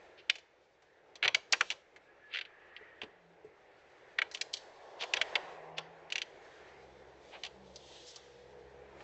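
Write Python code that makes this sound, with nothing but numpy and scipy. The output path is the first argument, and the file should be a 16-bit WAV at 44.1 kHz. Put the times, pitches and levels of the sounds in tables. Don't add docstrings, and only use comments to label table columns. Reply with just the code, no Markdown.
import sys
import numpy as np
from scipy import signal
from scipy.fft import rfft, irfft, next_fast_len
from scipy.io import wavfile
from scipy.ndimage import uniform_filter1d, map_coordinates

SR = 44100
rng = np.random.default_rng(int(sys.argv[2]) if len(sys.argv) > 2 else 0)


def master(y):
    cut = np.clip(np.atleast_2d(y).T, -1, 1)
    pcm = np.round(cut * 32767)
    wavfile.write(sys.argv[1], SR, pcm.astype(np.int16))


N = 398399

# f/contact pitch, level/dB
CLACK_SPECTRUM = [(.2, -55.5), (0.421, -18.5), (.6, -2), (0.8, 3), (1.001, 5), (1.4, -1.5), (1.901, -8.5),
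                  (2.6, -24.5), (4, -45.5)]


def amp(db):
    return 10 ** (np.asarray(db) / 20)


def unit(x):
    return x / np.sqrt(np.mean(x ** 2) + 1e-20)


def burst(x, db):
    return amp(db) * x / np.sqrt(np.sum(x ** 2) / (SR / 100) + 1e-20)


def along(points, hz):
    f, values = np.transpose(points)
    return np.interp(np.log(np.maximum(hz, f[0])), np.log(f), values)


def curve(points):
    return np.interp(np.arange(N) / SR, *np.transpose(points))


def swell(at_s, length_s):
    return np.exp(-2 * ((np.arange(N) / SR - at_s) / length_s) ** 2)


def wobble(rate_hz):
    knots = rng.standard_normal(int(N * rate_hz / SR) + 4)
    return map_coordinates(knots, [np.arange(N) * rate_hz / SR])


def add(track, at_s, sound):
    part = track[max(round(at_s * SR), 0):][:len(sound)]
    part += sound[:len(part)]


def filtered(x, response):
    size = next_fast_len(len(x) + SR // 8)
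    return irfft(rfft(x, size) * response(np.fft.rfftfreq(size, 1 / SR)), size)[:len(x)]


def coloured(x, spectrum, scale=1, size=2048):
    gain = amp(along(spectrum, np.fft.rfftfreq(size, 1 / SR) / scale))
    cepstrum = irfft(np.log(gain))
    cepstrum[1:size // 2] *= 2
    cepstrum[size // 2 + 1:] = 0
    return signal.fftconvolve(x, irfft(np.exp(rfft(cepstrum))))[:len(x)]


def rush(spectrum, patchy_db):
    bins = signal.stft(rng.standard_normal(N), nperseg=1024)[2]
    patches = uniform_filter1d(rng.standard_normal(bins.shape), size=5, axis=0)
    patches = uniform_filter1d(patches, size=9, axis=1)
    noise = signal.istft(bins * amp(patchy_db * unit(patches)), nperseg=1024)[1][:N]
    return unit(filtered(noise, lambda hz: amp(along(spectrum, hz))))


def porch(x, wet_db):
    # f/Hz, t60/s
    decay = [(150, .45), (600, 0.06), (2500, 0.29), (7000, 0.39)]
    hz, t, bins = signal.stft(rng.standard_normal(len(x)), SR, nperseg=256)
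    tail = signal.istft(bins * amp(-60 * t / along(decay, hz)[:, None]), SR, nperseg=256)[1]
    return x + amp(wet_db) * signal.fftconvolve(x, tail / np.linalg.norm(tail))[:len(x)]


def street():
    # t/s, level/dB
    far_roar = [
        [(0.0, -59), (0.64, -70), (1.67, -62), (2.0, -66), (4.7, -62)],
        [(6.1, -60.5), (6.24, -58.5), (7.86, -58), (8.14, -62), (9.03, -56)],
    ]
    far_hiss = [
        [(0.0, -63), (0.68, -74), (1.5, -66.5), (1.84, -69.5), (2.85, -60.5), (3.27, -70.5), (4.1, -63.5)],
        [(6.3, -63.5), (6.68, -60), (6.86, -65.5), (7.79, -70), (8.12, -66), (8.63, -68.5), (9.03, -61.5)],
    ]
    # f/Hz, level/dB
    roar_spectrum = [(15, -51), (25, -23), (52, -13.5), (65, -15.5), (79, -9.5), (97, -17), (129, -11.5),
                     (206, -15.5), (240, -17.5), (356, -0.5), (493, 1.5), (706, -4.5), (824, -3.5),
                     (1330, -22.5), (1500, -21.5), (1950, -38.5), (3300, -120)]
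    car_spectrum = [(200, -33), (400, 5.5), (800, 6), (1100, 0), (1500, -28), (3000, -66)]
    tyre_spectrum = [(700, -8), (1300, 2), (1800, 6), (2600, -1.5), (3600, -15), (6000, -36.5)]
    abreast_s, half_gain_s, car_roar_db, car_hiss_db = 5.37, 0.41, -48, -52.5
    near = 1 / (1 + ((np.arange(N) / SR - abreast_s) / half_gain_s) ** 2)
    roar = amp(curve(np.concatenate(far_roar))) * rush(roar_spectrum, patchy_db=0.5)
    roar += amp(car_roar_db) * near * rush(car_spectrum, patchy_db=0.5)
    hiss_gain = np.hypot(amp(curve(np.concatenate(far_hiss))), amp(car_hiss_db) * near ** 3.5)
    waver = amp(1.1 * wobble(12))
    return waver * roar + hiss_gain * rush(tyre_spectrum, patchy_db=1.5)


def whines():
    # centre t/s, length/s, f/Hz, width/Hz, level/dB
    tones = [(2.1, .04, 1660, 45, -60.5), (2.266, 0.066, 1714, 44, -57.5), (2.746, 0.43, 1700, 91, -65),
             (2.847, 0.33, 1885, 106, -61), (3.277, 0.17, 169, 9.1, -67), (5.771, 0.39, 161.8, 7.4, -62.5),
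             (7.653, 0.14, 192.5, 9.3, -61), (8.505, 0.78, 487.3, 15.4, -58),
             (8.802, 0.55, 423.5, 25.7, -59)]
    out = np.zeros(N)
    for at_s, length_s, hz, width_hz, db in tones:
        phase = 2 * np.pi * np.cumsum(hz + width_hz / 2 * wobble(2 * width_hz)) / SR
        flutter = amp(2.5 * wobble(width_hz))
        out += amp(db) * flutter * swell(at_s, length_s) * np.sin(phase)
    return out


def engine():
    # t/s, level/dB
    approach = [(6.3, -88.5), (6.9, -65), (7.35, -73.5), (7.65, -64.5), (8.15, -74.5), (8.55, -65.5),
                (9.03, -65)]
    # f/firing rate, level/dB
    orders = [(1, -3.5), (2, -6), (3, -9)]
    firing_hz = 65.7
    db = curve(approach)
    phase = 2 * np.pi * np.cumsum(firing_hz * (1 + 0.022 * wobble(14))) / SR
    return np.sqrt(2) * sum(amp(db + level + 2 * wobble(36)) * np.sin(k * phase) for k, level in orders)


def rustle_and_wash():
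    # centre t/s, length/s, level/dB
    swells = [(0, 0.35, -74.5), (1.647, 0.15, -58), (3.943, 0.41, -77.5), (4.55, 0.64, -70),
              (5.254, 0.46, -62), (6.593, 0.75, -69), (7.373, 0.37, -68), (8.004, 0.39, -58.5),
              (8.45, 0.73, -73.5), (9.03, 0.16, -68.5)]
    # f/Hz, level/dB
    hiss_spectrum = [(1800, -13.5), (3300, 4.5), (4000, 2.5), (5000, -1.5), (6300, -4), (7900, -10.5),
                     (15000, -23.5)]
    floor_db = -80.5
    swell_power = sum((amp(db) * swell(at_s, length_s)) ** 2 for at_s, length_s, db in swells)
    envelope = np.sqrt(amp(floor_db) ** 2 + swell_power)
    return envelope * amp(1.2 * wobble(25)) * rush(hiss_spectrum, patchy_db=1.5)


def door_bumps():
    # t/s, hum/dB, thud/dB
    bumps = [(2.809, -52.5, -62), (3.03, -50, -49.5), (3.445, -45.5, -58.5)]
    # f/Hz, level/dB
    thud_spectrum = [(25, -30), (70, -2), (160, -3.5), (260, -1.5), (400, 5), (900, -34.5)]
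    mode_hz, hum_t60_s, hum_rise_s, thud_t60_s = 428, 0.092, 0.0026, 0.16
    out, t = np.zeros(N), np.arange(SR // 2) / SR
    hum = np.sin(2 * np.pi * mode_hz * t) * amp(-60 * t / hum_t60_s) * (1 - np.exp(-t / hum_rise_s))
    for at_s, hum_db, thud_db in bumps:
        thud = coloured(rng.standard_normal(len(t)) * amp(-60 * t / thud_t60_s), thud_spectrum)
        add(out, at_s, burst(hum, hum_db) + burst(thud, thud_db))
    return out


def bar_scrapes():
    # centre t/s, length/s, level/dB, pitch/Hz
    drags = [(0.193, 0.04, -57.5, 3120), (2.354, 0.089, -47.5, 2490), (4.346, 0.014, -47.5, 5570),
             (4.539, 0.012, -35.5, 4400), (5.02, 0.045, -40.5, 3340), (5.171, 0.028, -39.5, 2930),
             (5.785, 0.027, -44, 3330), (6.183, 0.065, -54, 2760), (7.347, 0.058, -51, 2520),
             (7.353, 0.06, -51, 810), (8.091, 0.074, -54, 5280)]
    out, t = np.zeros(N), np.arange(SR * 2 // 5) / SR
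    for at_s, length_s, db, pitch_hz in drags:
        stroke = np.sin(np.pi * np.minimum(t / (2 * length_s), 1)) ** 4
        slips = rng.standard_normal(len(t)) * amp(3.3 * rng.standard_normal(len(t)))
        rasp = coloured(slips, CLACK_SPECTRUM, pitch_hz)
        blunt = filtered(rasp, lambda hz: 1 / (1 + (hz / (1.9 * pitch_hz)) ** 8))
        add(out, at_s - length_s, porch(amp(db) * stroke * unit(blunt), wet_db=-9.5))
    return out


def steel(x):
    # f/Hz, width/Hz, level/dB
    modes = [(1560, 90, -6), (1920, 70, -5), (2260, 70, -5), (2400, 70, -6), (2720, 80, -4), (3030, 70, -4),
             (3310, 70, -3), (3570, 70, -4), (4050, 70, -2), (4660, 70, -1), (5980, 80, 0), (6850, 80, -3)]
    ring_db, spread_db = -1, 2.4
    gains = amp(ring_db + rng.normal(0, spread_db, len(modes)))
    return filtered(x, lambda f: 1 + sum(
        gain * amp(db) * 1j * f * width_hz / (hz * hz - f * f + 1j * f * width_hz)
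        for gain, (hz, width_hz, db) in zip(gains, modes)))


def contact(t, t60_s, echo_s, echo_db, scatter_db, creep_db):
    snap = np.zeros(len(t))
    snap[np.searchsorted(t, 0)] = 1
    snap[np.searchsorted(t, echo_s + rng.normal(0, 0.0002))] = amp(echo_db)
    doorway = (t > 0) / (1 + (t / 0.025) ** 4)
    scatter = rng.standard_normal(len(t)) * doorway * amp(-60 * np.abs(t) / t60_s)
    creep = rng.standard_normal(len(t)) * (t < 0) * amp(-60 * np.abs(t) / 0.009)
    return burst(snap, 0) + burst(scatter, scatter_db) + burst(creep, creep_db)


def creak_slips():
    start_s, start_rate_hz, ease_s, pitch_hz = 2.331, 137.2, 0.0584, 2550
    middle_db, ends_rel_db, edge_rel_db, knock_rel_db = -36.5, -13.5, -24.5, -26
    count = start_rate_hz * ease_s
    k = np.arange(int(count))
    times_s = start_s - ease_s * np.log(1 - k / count)
    clacks_db = middle_db + ends_rel_db * np.abs(np.linspace(-1, 1, len(k))) ** 6
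    return [(at_s, db, pitch_hz, db + edge_rel_db, db + knock_rel_db)
            for at_s, db in zip(times_s, clacks_db)]


def skid_slips():
    # t/s, slip count, gap/s, step/dB, clack/dB, pitch/Hz, edge/dB, knock/dB
    skids = [(0.3552, 2, .029, -8, -47, 2700, -53.5, -59.5),
             (1.228, 2, 0.0084, -2, -27.5, 2390, -52.5, -45.5),
             (1.246, 3, 0.0053, 1, -30, 2440, -52.5, -41.5),
             (1.533, 2, .0095, -13.5, -23, 2040, -45, -43.5), (1.703, 3, 0.0093, -6, -31.5, 2880, -41, -49),
             (3.017, 2, 0.017, -7.5, -39, 2807, -62, -48), (4.348, 2, .0246, -13, -37, 3100, -45.5, -55),
             (4.539, 2, 0.031, -11.5, -36.5, 3780, -40, -55),
             (5.0099, 3, 0.013, 2, -42.5, 2680, -53.5, -47), (6.157, 2, 0.024, -4, -31, 2730, -42, -52),
             (7.436, 3, 0.014, -3.5, -38.5, 3200, -49, -53)]
    return [(at_s + k * gap_s, clack_db + k * step_db, pitch_hz,
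             edge_db + k * step_db, knock_db + k * step_db)
            for at_s, count, gap_s, step_db, clack_db, pitch_hz, edge_db, knock_db in skids
            for k in range(round(count))]


def pry_bar():
    # t/s, clack/dB, pitch/Hz, edge/dB, knock/dB
    snaps = [(0.2985, -22, 2820, -36.5, -53.5), (0.822, -68.5, 2260, -73, -65),
             (1.156, -52, 3320, -55.5, -61), (1.279, -23.5, 2560, -39.5, -40),
             (1.347, -22, 2560, -33.5, -43.5), (1.365, -56, 2810, -57, -49),
             (1.5245, -35.5, 2960, -24, -36.5), (1.6095, -22.5, 1850, -36.5, -40.5),
             (1.962, -53, 2190, -67, -68.5), (2.7652, -45.5, 2670, -89, -72),
             (4.187, -25.5, 2160, -50.5, -47.5), (4.2183, -26.5, 2110, -51, -46.5),
             (4.314, -54.5, 1930, -50, -65), (4.4125, -34, 2680, -33.5, -57),
             (5.137, -26, 2570, -35.5, -42.5), (5.169, -33.5, 2500, -44.5, -41),
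             (5.2146, -25, 2340, -40, -45), (5.355, -24.5, 2470, -43.5, -36.5),
             (5.782, -35.5, 2900, -49, -43), (6.1025, -48, 2700, -59, -65),
             (6.123, -32.5, 2830, -43.5, -55.5), (6.218, -34, 2960, -44.5, -70),
             (7.759, -50.5, 5000, -50.5, -72), (8.16, -53, 4960, -48, -60), (9.005, -54, 1950, -74, -57.5)]
    # f/Hz, level/dB
    edge_spectrum = [(2500, -40.5), (4200, 1.5), (5000, -1), (5900, 0), (7200, -7.5), (9000, -16),
                     (15000, -31)]
    door_spectrum = [(30, -28), (90, -19.5), (250, -19.5), (400, 0), (700, 4.5), (1100, -1.5), (1700, -9.5),
                     (3500, -56)]
    hard_db, hard_t60_s, db_per_doubling = -28.5, 0.035, 29
    frame_cutoff_hz, leaf_rise_s, leaf_t60_s = 4700, 0.003, 0.08
    out, lead = np.zeros(N), SR // 100
    t = (np.arange(SR * 2 // 5) - lead) / SR
    wooden_frame = signal.butter(6, frame_cutoff_hz, fs=SR, output="sos")
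    leaf_motion = np.clip(t / leaf_rise_s, 0, 1) * amp(-60 * np.abs(t) / leaf_t60_s)
    for at_s, clack_db, pitch_hz, edge_db, knock_db in list(snaps) + skid_slips() + creak_slips():
        t60_s = hard_t60_s * 2 ** ((hard_db - clack_db) / db_per_doubling)
        slip = steel(contact(t, t60_s, echo_s=0.0042, echo_db=-6.5, scatter_db=3.0, creep_db=-8.5))
        grit = steel(contact(t, t60_s, echo_s=0.0044, echo_db=-3.5, scatter_db=12.0, creep_db=-11.5))
        clack = burst(signal.sosfilt(wooden_frame, coloured(slip, CLACK_SPECTRUM, pitch_hz)), clack_db)
        edge = burst(coloured(grit, edge_spectrum), edge_db)
        shudder = rng.standard_normal(len(t)) * leaf_motion
        knock = burst(coloured(shudder, door_spectrum), knock_db)
        add(out, at_s - lead / SR, porch(clack + edge, wet_db=-21.0) + porch(knock, wet_db=-1.0))
    return out


def scene():
    door = pry_bar() + bar_scrapes() + door_bumps()
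    return (door + street() + engine() + whines() + rustle_and_wash())[None]


def record(dry):
    # f/Hz, level/dB
    microphone = [(7700, -0.5), (8050, -4.5), (8350, -27), (15000, -35)]
    ceiling, top_hz = amp(-2.5), 15200
    heard = filtered(dry[0], lambda hz: amp(along(microphone, hz)))
    rounded = ceiling * np.tanh(heard / ceiling)
    return filtered(rounded, lambda hz: hz < top_hz)[None]


dry = scene()
out = record(dry)
master(out)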